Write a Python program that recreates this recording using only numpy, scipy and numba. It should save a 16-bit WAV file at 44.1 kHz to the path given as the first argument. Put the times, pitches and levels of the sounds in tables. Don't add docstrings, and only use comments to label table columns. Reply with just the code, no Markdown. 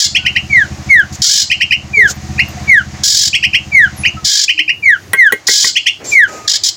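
import sys
import numpy as np
from scipy import signal
from scipy.fft import rfft, irfft, next_fast_len
from scipy.io import wavfile
from scipy.ndimage import uniform_filter1d, minimum_filter1d
from numba import njit

SR = 44100
rng = np.random.default_rng(int(sys.argv[2]) if len(sys.argv) > 2 else 0)


def gain_from_db(level_db):
    decades = np.asarray(level_db, float) / 20
    return 10 ** decades


def generate_wav(signal):
    frames = np.transpose(np.atleast_2d(signal))
    scaled = np.clip(frames, -1, 1) * 32767
    pcm = np.round(scaled).astype(np.int16)
    wavfile.write(sys.argv[1], SR, pcm)


N = 298116
T = np.arange(N) / SR

# (time [s], level [dB])
STREET_LEVEL = [(0, -27.5), (1, -29.5), (4.1, -30.5), (4.6, -40.5), (6.3, -33), (6.76, -35.5)]
# (frequency [Hz], relative density [dB per Hz])
STREET_COLOUR = [(210, -10.5), (350, 4.5), (392, -9.5), (575, -4), (755, -1.5), (858, -5), (1280, -5.5),
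                 (1460, -8.5), (1910, -4), (3300, -12.5), (6670, -8), (8910, -27.5), (16100, -35)]
STREET_BAND_EDGES = [600, 1200, 2200, 3800, 6000, 9000]
# (time [s], level [dB])
RUMBLE_LEVEL = [(4.4, -40), (5.0, -35.5), (5.4, -41), (6.1, -31), (6.76, -43.5)]
# (time [s], length [s], start pitch [Hz], end pitch [Hz], level before blurring [dB])
FAR_CALLS = [(.17, 0.19, 1510, 1425, -26.5), (1.958, 0.12, 442, 380, -18), (2.133, .045, 14500, 14200, -36),
             (2.48, 0.047, 14500, 14300, -36), (2.563, 0.089, 733, 676, -26.5),
             (3.961, 0.042, 11600, 11100, -30), (3.967, 0.079, 10430, 10530, -23),
             (4.069, 0.031, 6670, 5900, -17), (4.16, 0.097, 1320, 1245, -31), (4.512, 0.21, 310, 310, -32),
             (6.061, 0.055, 7430, 7300, -11), (6.248, 0.29, 1276, 1220, -25)]
# (delay [ms], level against the direct sound [dB])
NEAR_ECHOES = [(3.66, -3.5), (9.0, -13), (15.0, -24)]
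# (centre [Hz], relative level [dB], decay by 60 dB [s])
WALL_BANDS = [(603, 17, 0.076), (1550, -2.5, 0.12), (2147, 7.5, 0.1), (2900, 4.5, 0.2), (4300, -10, 0.53),
              (7740, -4.5, 0.37), (10800, -6, 0.076)]
# (time [s], firing rate [firings per s])
IDLE_SPEED = [(0, 15.45), (.28, 16.22), (.88, 12.1), (1.13, 12.35), (1.48, 14.08), (2.28, 15.81),
              (2.78, 15.75), (3.28, 14.62), (3.88, 15.62), (4.18, 11.52)]
# (frequency [Hz], relative level [dB], decay by 60 dB [s])
EXHAUST_MODES = [(82.8, 4, 0.38), (128.7, 6.5, 0.16), (201.2, 1, 0.22), (309.3, -13, 1), (740.7, -12, 0.25)]
# (time [s], length [s], low air level [dB], feather hiss level [dB])
WING_SWISHES = [(1.122, 0.052, -62, -23.5), (2.072, 0.075, -35, -19), (5.995, 0.12, -26.5, -48),
                (6.036, 0.17, -30, -19), (6.269, 0.23, -24.5, -29.5)]
# (time [s], level [dB], hollow body against board [dB], crack against board [dB])
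WOOD_KNOCKS = [(5.133, 7.5, -25, -8.5), (5.323, 5.5, -14, -9.5), (5.483, 18, -19.5, -7.5),
               (5.644, 11.5, -19, -13)]
# (frequency [Hz], relative drive [dB], decay by 60 dB [s])
BOARD_MODES = [(739, -9, 0.021), (1082, -3.5, 0.049), (1578, -4, 0.12), (1936, 9, 0.039),
               (2130, -7.5, 0.13), (3260, -19, 0.068), (6600, -19, 0.034)]
# (frequency [Hz], relative drive [dB], decay by 60 dB [s])
HOLLOW_MODES = [(310, -3, 0.34), (378, 14, 0.059), (450, 29, 0.032), (820, -10, .08)]
# (time [s], length [s], level before the throbs [dB], basic pulse rate [Hz],
#         throat brightness at start [dB per octave])
RASPS = [(-.05, .115, 8.5, 628, 1.5), (1.22, 0.21, 9.5, 601.2, 2.5), (3.036, 0.24, 7.5, 604, 4),
         (4.245, 0.2, 0, 571.3, 1.2), (5.47, .22, 9, 605.3, 3), (6.477, 0.01, 0.5, 883, -2),
         (6.492, .032, -4.5, 587, 0.5), (6.533, 0.035, -3, 395, -1), (6.636, 0.0073, 2.5, 900, 3.5),
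         (6.642, 0.053, -1.5, 450, 3)]
# (frequency [Hz], relative density [dB per Hz])
THROAT_COLOUR = [(710, -90), (1200, -37.5), (1350, -57), (1660, -19), (1980, -30.5), (2210, -21.5),
                 (2620, -32.5), (3300, -12), (3950, -9.5), (5090, 0.5), (5990, -10), (7130, -7.5),
                 (8500, -29.5), (10500, -29.5), (13400, -44.5), (15100, -28.5), (16100, -38)]
# (time [s], length [s], start pitch [Hz], end pitch [Hz], level [dB])
WHISTLES = [(0.492, 0.17, 2398, 1342, 1.5), (0.886, 0.16, 2304, 1300, 4.5), (1.927, 0.18, 2460, 1264, 3),
            (2.67, 0.16, 2358, 1242, 2), (3.712, 0.18, 2398, 1279, 4.5), (4.82, 0.16, 2440, 1235, 0.5),
            (5.164, 0.16, 2214, 1280, 2.5), (6.111, 0.17, 2453, 1292, 6.5)]
WHISTLE_FALL = [.27, .6]
WHISTLE_OVERTONES = [-18.5, -33, -39, -53, -47, -49, -48]
# (frequency [Hz], relative gain [dB])
WHISTLE_TREBLE = [(3000, 3.7), (5200, -13), (6600, 8.5), (7600, -6), (8600, -32), (12500, -14), (14800, -4),
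                  (16100, -7)]
# (time [s], upper voice level [dB],
#         upper voice top pitch [Hz], lower voice lag [ms], lower voice level [dB])
CHIRPS = [(0.147, 5.5, 3380, 8.7, 2.5), (0.248, -1, 3160, 12, 1.5), (0.35, -6.5, 3150, 9, -0.5),
          (1.498, 3, 3180, 12, 4.5), (1.6, -0.5, 3190, 7.6, 2.5), (1.705, 1, 3080, 12.4, 3.5),
          (2.378, -12, 2900, 11, -2), (3.328, 4, 3330, 14.3, 3), (3.423, 0.5, 3170, 11.8, 3),
          (3.53, -1, 3260, 12, 2.5), (4.032, -6.5, 3060, 16, 1), (4.478, 2, 3135, 13, 0),
          (4.574, -3, 3190, 13.4, -1.5), (4.676, -2.5, 2900, 15.2, -5.5), (5.753, 5.5, 3420, 8.8, 1),
          (5.857, 4.5, 3507, 6.8, 2.5)]
VOICE_COUPLING = [-13, -32.5]


def colour(x, points):
    hz, db = np.transpose(points)
    size = next_fast_len(N)
    bins_hz = np.arange(size // 2 + 1) * SR / size
    gain = gain_from_db(np.interp(np.log(bins_hz + 1), np.log(hz), db))
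    y = irfft(rfft(x, size) * gain, size)[:N]
    return y / np.std(y)


def curve(points):
    return np.interp(T, *np.transpose(points))


def walk(rate):
    hold = int(SR / rate)
    steps = np.repeat(rng.standard_normal(N // hold + 1), hold)
    return 1.3 * uniform_filter1d(uniform_filter1d(steps, hold), hold)[:N]


def gate(start, length, rise, fall):
    opening = np.clip((T - start) / rise, 0, 1)
    closing = np.clip((start + length - T) / fall, 0, 1)
    return np.sin(np.pi / 2 * opening * closing) ** 2


def ring(x, modes):
    out = 0
    for hz, db, t60 in modes:
        pole = np.exp(2j * np.pi * hz / SR - np.log(1000) / (t60 * SR))
        out = out + gain_from_db(db) * signal.lfilter([1], [1, -pole], x).imag
    return out


def add_note(out, start, length, path_hz, db, rise, fall, overtones_db):
    u = np.linspace(0, 1, int(length * SR))
    glide = np.polyfit(np.linspace(0, 1, len(path_hz)), path_hz, len(path_hz) - 1)
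    phase = 2 * np.pi * (np.cumsum(np.polyval(glide, u)) / SR + rng.random())
    wave = np.sin(phase)
    for multiple, overtone_db in enumerate(overtones_db, 2):
        wave = wave + gain_from_db(overtone_db) * np.sin(multiple * phase)
    shape = np.sin(np.pi / 2 * np.clip(u / rise, 0, 1) * np.clip((1 - u) / fall, 0, 1)) ** 2
    i = int(start * SR)
    out[i:i + len(u)] += gain_from_db(db) * shape * wave


@njit
def follow(x, attack, release):
    y, e = np.empty(len(x)), x[:400].mean()
    for i in range(len(x)):
        e += (x[i] - e) * (attack if x[i] > e else release)
        y[i] = e
    return y


def street():
    hiss = colour(rng.standard_normal(N), STREET_COLOUR)
    lows = [signal.sosfiltfilt(signal.butter(1, hz, fs=SR, output="sos"), hiss) for hz in STREET_BAND_EDGES]
    bands = np.diff([0 * hiss, *lows, hiss], axis=0)
    wavering = sum(gain_from_db(2.2 * walk(14)) * band for band in bands)
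    rumble = colour(rng.standard_normal(N), [(40, -45), (90, -11), (200, -26), (400, -28.0), (800, -52)])
    return gain_from_db(curve(STREET_LEVEL)) * wavering + gain_from_db(curve(RUMBLE_LEVEL) + 2 * walk(12)) * rumble


def far_calls():
    calls = np.zeros(N)
    for start, length, start_hz, end_hz, db in FAR_CALLS:
        add_note(calls, start, length, [start_hz, end_hz], db, .2, .5, [])
    return calls * gain_from_db(5 * walk(60))


def yard(x):
    tail_db = -5
    t = T[:SR // 2]
    centres_hz = np.transpose(WALL_BANDS)[0]
    scatter = rng.standard_normal(N) * gain_from_db(5.1 * rng.standard_normal(N))
    tail = np.zeros(len(t))
    for hz, db, t60 in WALL_BANDS:
        band = colour(scatter, np.c_[centres_hz, np.where(centres_hz == hz, 0, -30)])[:len(t)]
        tail += gain_from_db(db) * band * np.exp(-np.log(1000) * t / t60)
    tail = tail * np.clip(t / 0.0009, 0, 1)
    response = gain_from_db(tail_db) * tail / np.sqrt(np.sum(tail ** 2))
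    response[0] = 1
    for ms, db in NEAR_ECHOES:
        response += gain_from_db(db) * np.sinc(t * SR - ms * SR / 1000)
    return signal.fftconvolve(x, response)[:N]


def motorbike():
    idle_db, extra_db, extra_until_s, stops_s = -12, 3, 1, 4.3
    count = 0.29 + np.cumsum(curve(IDLE_SPEED)) / SR
    level_db = idle_db + extra_db * np.clip((extra_until_s - T) / 0.083, 0, 1)
    level_db = level_db + 2.0 * rng.standard_normal(N)
    firings = np.diff(np.floor(count), prepend=0) * gain_from_db(level_db) * (T < stops_s)
    t = T[:SR // 10]
    pipe = 0
    for hz, db, t60 in EXHAUST_MODES:
        pipe = pipe + gain_from_db(db) * np.exp(-np.log(1000) * t / t60) * np.sin(2 * np.pi * hz * t)
    pipe = pipe * (0.28 + gate(0, 0.0469, 0.0082, 0.0039)[:len(t)])
    return signal.fftconvolve(firings, pipe / np.abs(pipe).max())[:N]


def swishes():
    air = colour(rng.standard_normal(N), [(150, -11), (350, 1), (600, 0.5), (1200, -12.5),
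                                          (2500, -8.5), (5000, -59.0)])
    hiss = colour(rng.standard_normal(N), [(1500, -24.5), (4000, -4.5), (7000, 5), (9000, -19.0),
                                           (12000, -17.5), (15000, -20.5), (16500, -22)])
    out = np.zeros(N)
    for start, length, air_db, hiss_db in WING_SWISHES:
        stroke = gate(start, length, 0.092 * length, .5 * length)
        out += stroke * (gain_from_db(air_db) * air + gain_from_db(hiss_db) * hiss)
    return out * gain_from_db(3 * walk(60))


def knocks():
    out = np.zeros(N)
    hiss = colour(rng.standard_normal(N), [(600, -13.5), (1500, 5.0), (6000, -31.5), (10000, -1),
                                           (12800, -23), (15000, -2.5), (16500, -24.5)])
    for start, db, hollow_db, crack_db in WOOD_KNOCKS:
        blow = rng.standard_normal(N) * gate(start, 0.0019, 0.0014, 0.0046)
        board = np.gradient(ring(blow, BOARD_MODES))
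        push = np.gradient(np.gradient(gate(start + .007, .003, .0015, .0015)))
        hollow = ring(push, HOLLOW_MODES)
        crack = hiss * (T > start) * np.exp(-np.abs(T - start) / 0.0054)
        knock = board / np.abs(board).max() + gain_from_db(hollow_db) * hollow / np.abs(hollow).max()
        out += gain_from_db(db) * (knock + gain_from_db(crack_db) * crack)
    return out


def notes():
    whistles, chirps = np.zeros((2, N))
    for start, length, start_hz, end_hz, db in WHISTLES:
        path_hz = [start_hz, *(start_hz + share * (end_hz - start_hz) for share in WHISTLE_FALL), end_hz]
        add_note(whistles, start, length, path_hz, db, .2, .45, WHISTLE_OVERTONES)
    whistles = np.std(whistles) * colour(whistles, WHISTLE_TREBLE)

    upper_hz, upper_s = 2195, 0.034
    lower_hz, lower_top_hz, lower_s = 1658, 2932, 0.038
    lower_path = [lower_hz, 0.46 * lower_hz + 0.54 * lower_top_hz,
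                  0.051 * lower_hz + .92 * lower_top_hz, lower_top_hz]
    for start, upper_db, upper_top_hz, lag_ms, lower_db in CHIRPS:
        upper_path = [upper_hz, 0.23 * upper_hz + 0.78 * upper_top_hz, upper_top_hz]
        add_note(chirps, start, upper_s, upper_path, upper_db, .2, .4, [])
        add_note(chirps, start + lag_ms / 1000, lower_s, lower_path, lower_db, .18, .5, [])
    chirps *= gain_from_db(2.5 * walk(350))
    extra = sum(gain_from_db(db) * chirps ** power for power, db in enumerate(VOICE_COUPLING, 2))
    extra = extra + gain_from_db(-37) * chirps ** 2 * rng.standard_normal(N)
    above = signal.butter(4, [3600, 15500], "band", fs=SR, output="sos")
    return whistles + chirps + signal.sosfilt(above, extra)


def rasps():
    throb_hz, throb_db, deepens_db = 46, 6, 6
    dulling_db = -5
    line_hz, line_db = 1650, -32.5
    out = 0
    hz, db = np.transpose(THROAT_COLOUR)
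    drift = .2 * walk(12)
    steps = np.exp(.15 * rng.standard_normal((len(RASPS), 16)))
    jitter = np.exp(.06 * walk(400))
    grain_db = 0.5 * walk(150)
    smear = np.cos(np.pi * np.arange(64) ** 2 / 128) / 6
    for (start, length, level_db, rate, bright_db), step in zip(RASPS, steps):
        throb = throb_hz * (T - start) + drift + .15
        beat = -np.cos(2 * np.pi * throb)
        pitch = jitter * step[np.clip(throb, 0, 15).astype(int)]
        rate_now = rate * pitch * np.exp(.45 * np.exp(-np.abs(T - start) / 0.013))
        pulses = np.diff(np.floor(np.cumsum(rate_now) / SR), prepend=0)
        source = np.convolve(pulses, smear)[:N] / np.std(pulses) + .6 * rng.standard_normal(N)

        tilts_db = bright_db, bright_db + dulling_db * length
        first, last = (colour(source, np.c_[hz, db + tilt * np.log2(hz / 5000)]) for tilt in tilts_db)
        progress = np.clip((T - start) / length, 0, 1)
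        voice = (1 - progress) * first + progress * last
        depth_db = throb_db + deepens_db * progress
        swell = gain_from_db(depth_db * beat - deepens_db * progress / 2 + grain_db)
        line = np.sin(2 * np.pi * np.cumsum(line_hz * (1 + 0.054 * walk(30))) / SR)
        voice += gain_from_db(line_db) * (length > .09) * swell * line
        shape = gate(start - .003, length * 1.1, .011, .2 * length)
        out = out + gain_from_db(level_db) * voice * shape * swell
    return out


def scene():
    background = street() + far_calls() + motorbike()
    echoing = yard(knocks() + notes() + rasps())
    return (background + swishes() + echoing)[None]


def top_cut(x):
    return signal.sosfilt(signal.butter(12, 16260, fs=SR, output="sos"), x)


def record(dry):
    x = signal.sosfilt(signal.butter(2, 55, "high", fs=SR, output="sos"), dry[0])
    loudness = follow(np.abs(x), 1 / (0.0018 * SR), 1 / (.3 * SR))
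    x = x * np.minimum(1, (gain_from_db(-7.0) / (loudness + 1e-9)) ** 0.48)
    peak = -minimum_filter1d(-np.abs(x), size=41)
    x = x / np.maximum(1, uniform_filter1d(follow(peak, 1., 1 / (.004 * SR)), size=21))
    x = np.clip(x * gain_from_db(0.96), -1, 1)
    x = signal.sosfilt(signal.ellip(8, .2, 60, 16100, fs=SR, output="sos"), x)
    return top_cut(x[None])


dry = scene()
out = record(dry)
generate_wav(out)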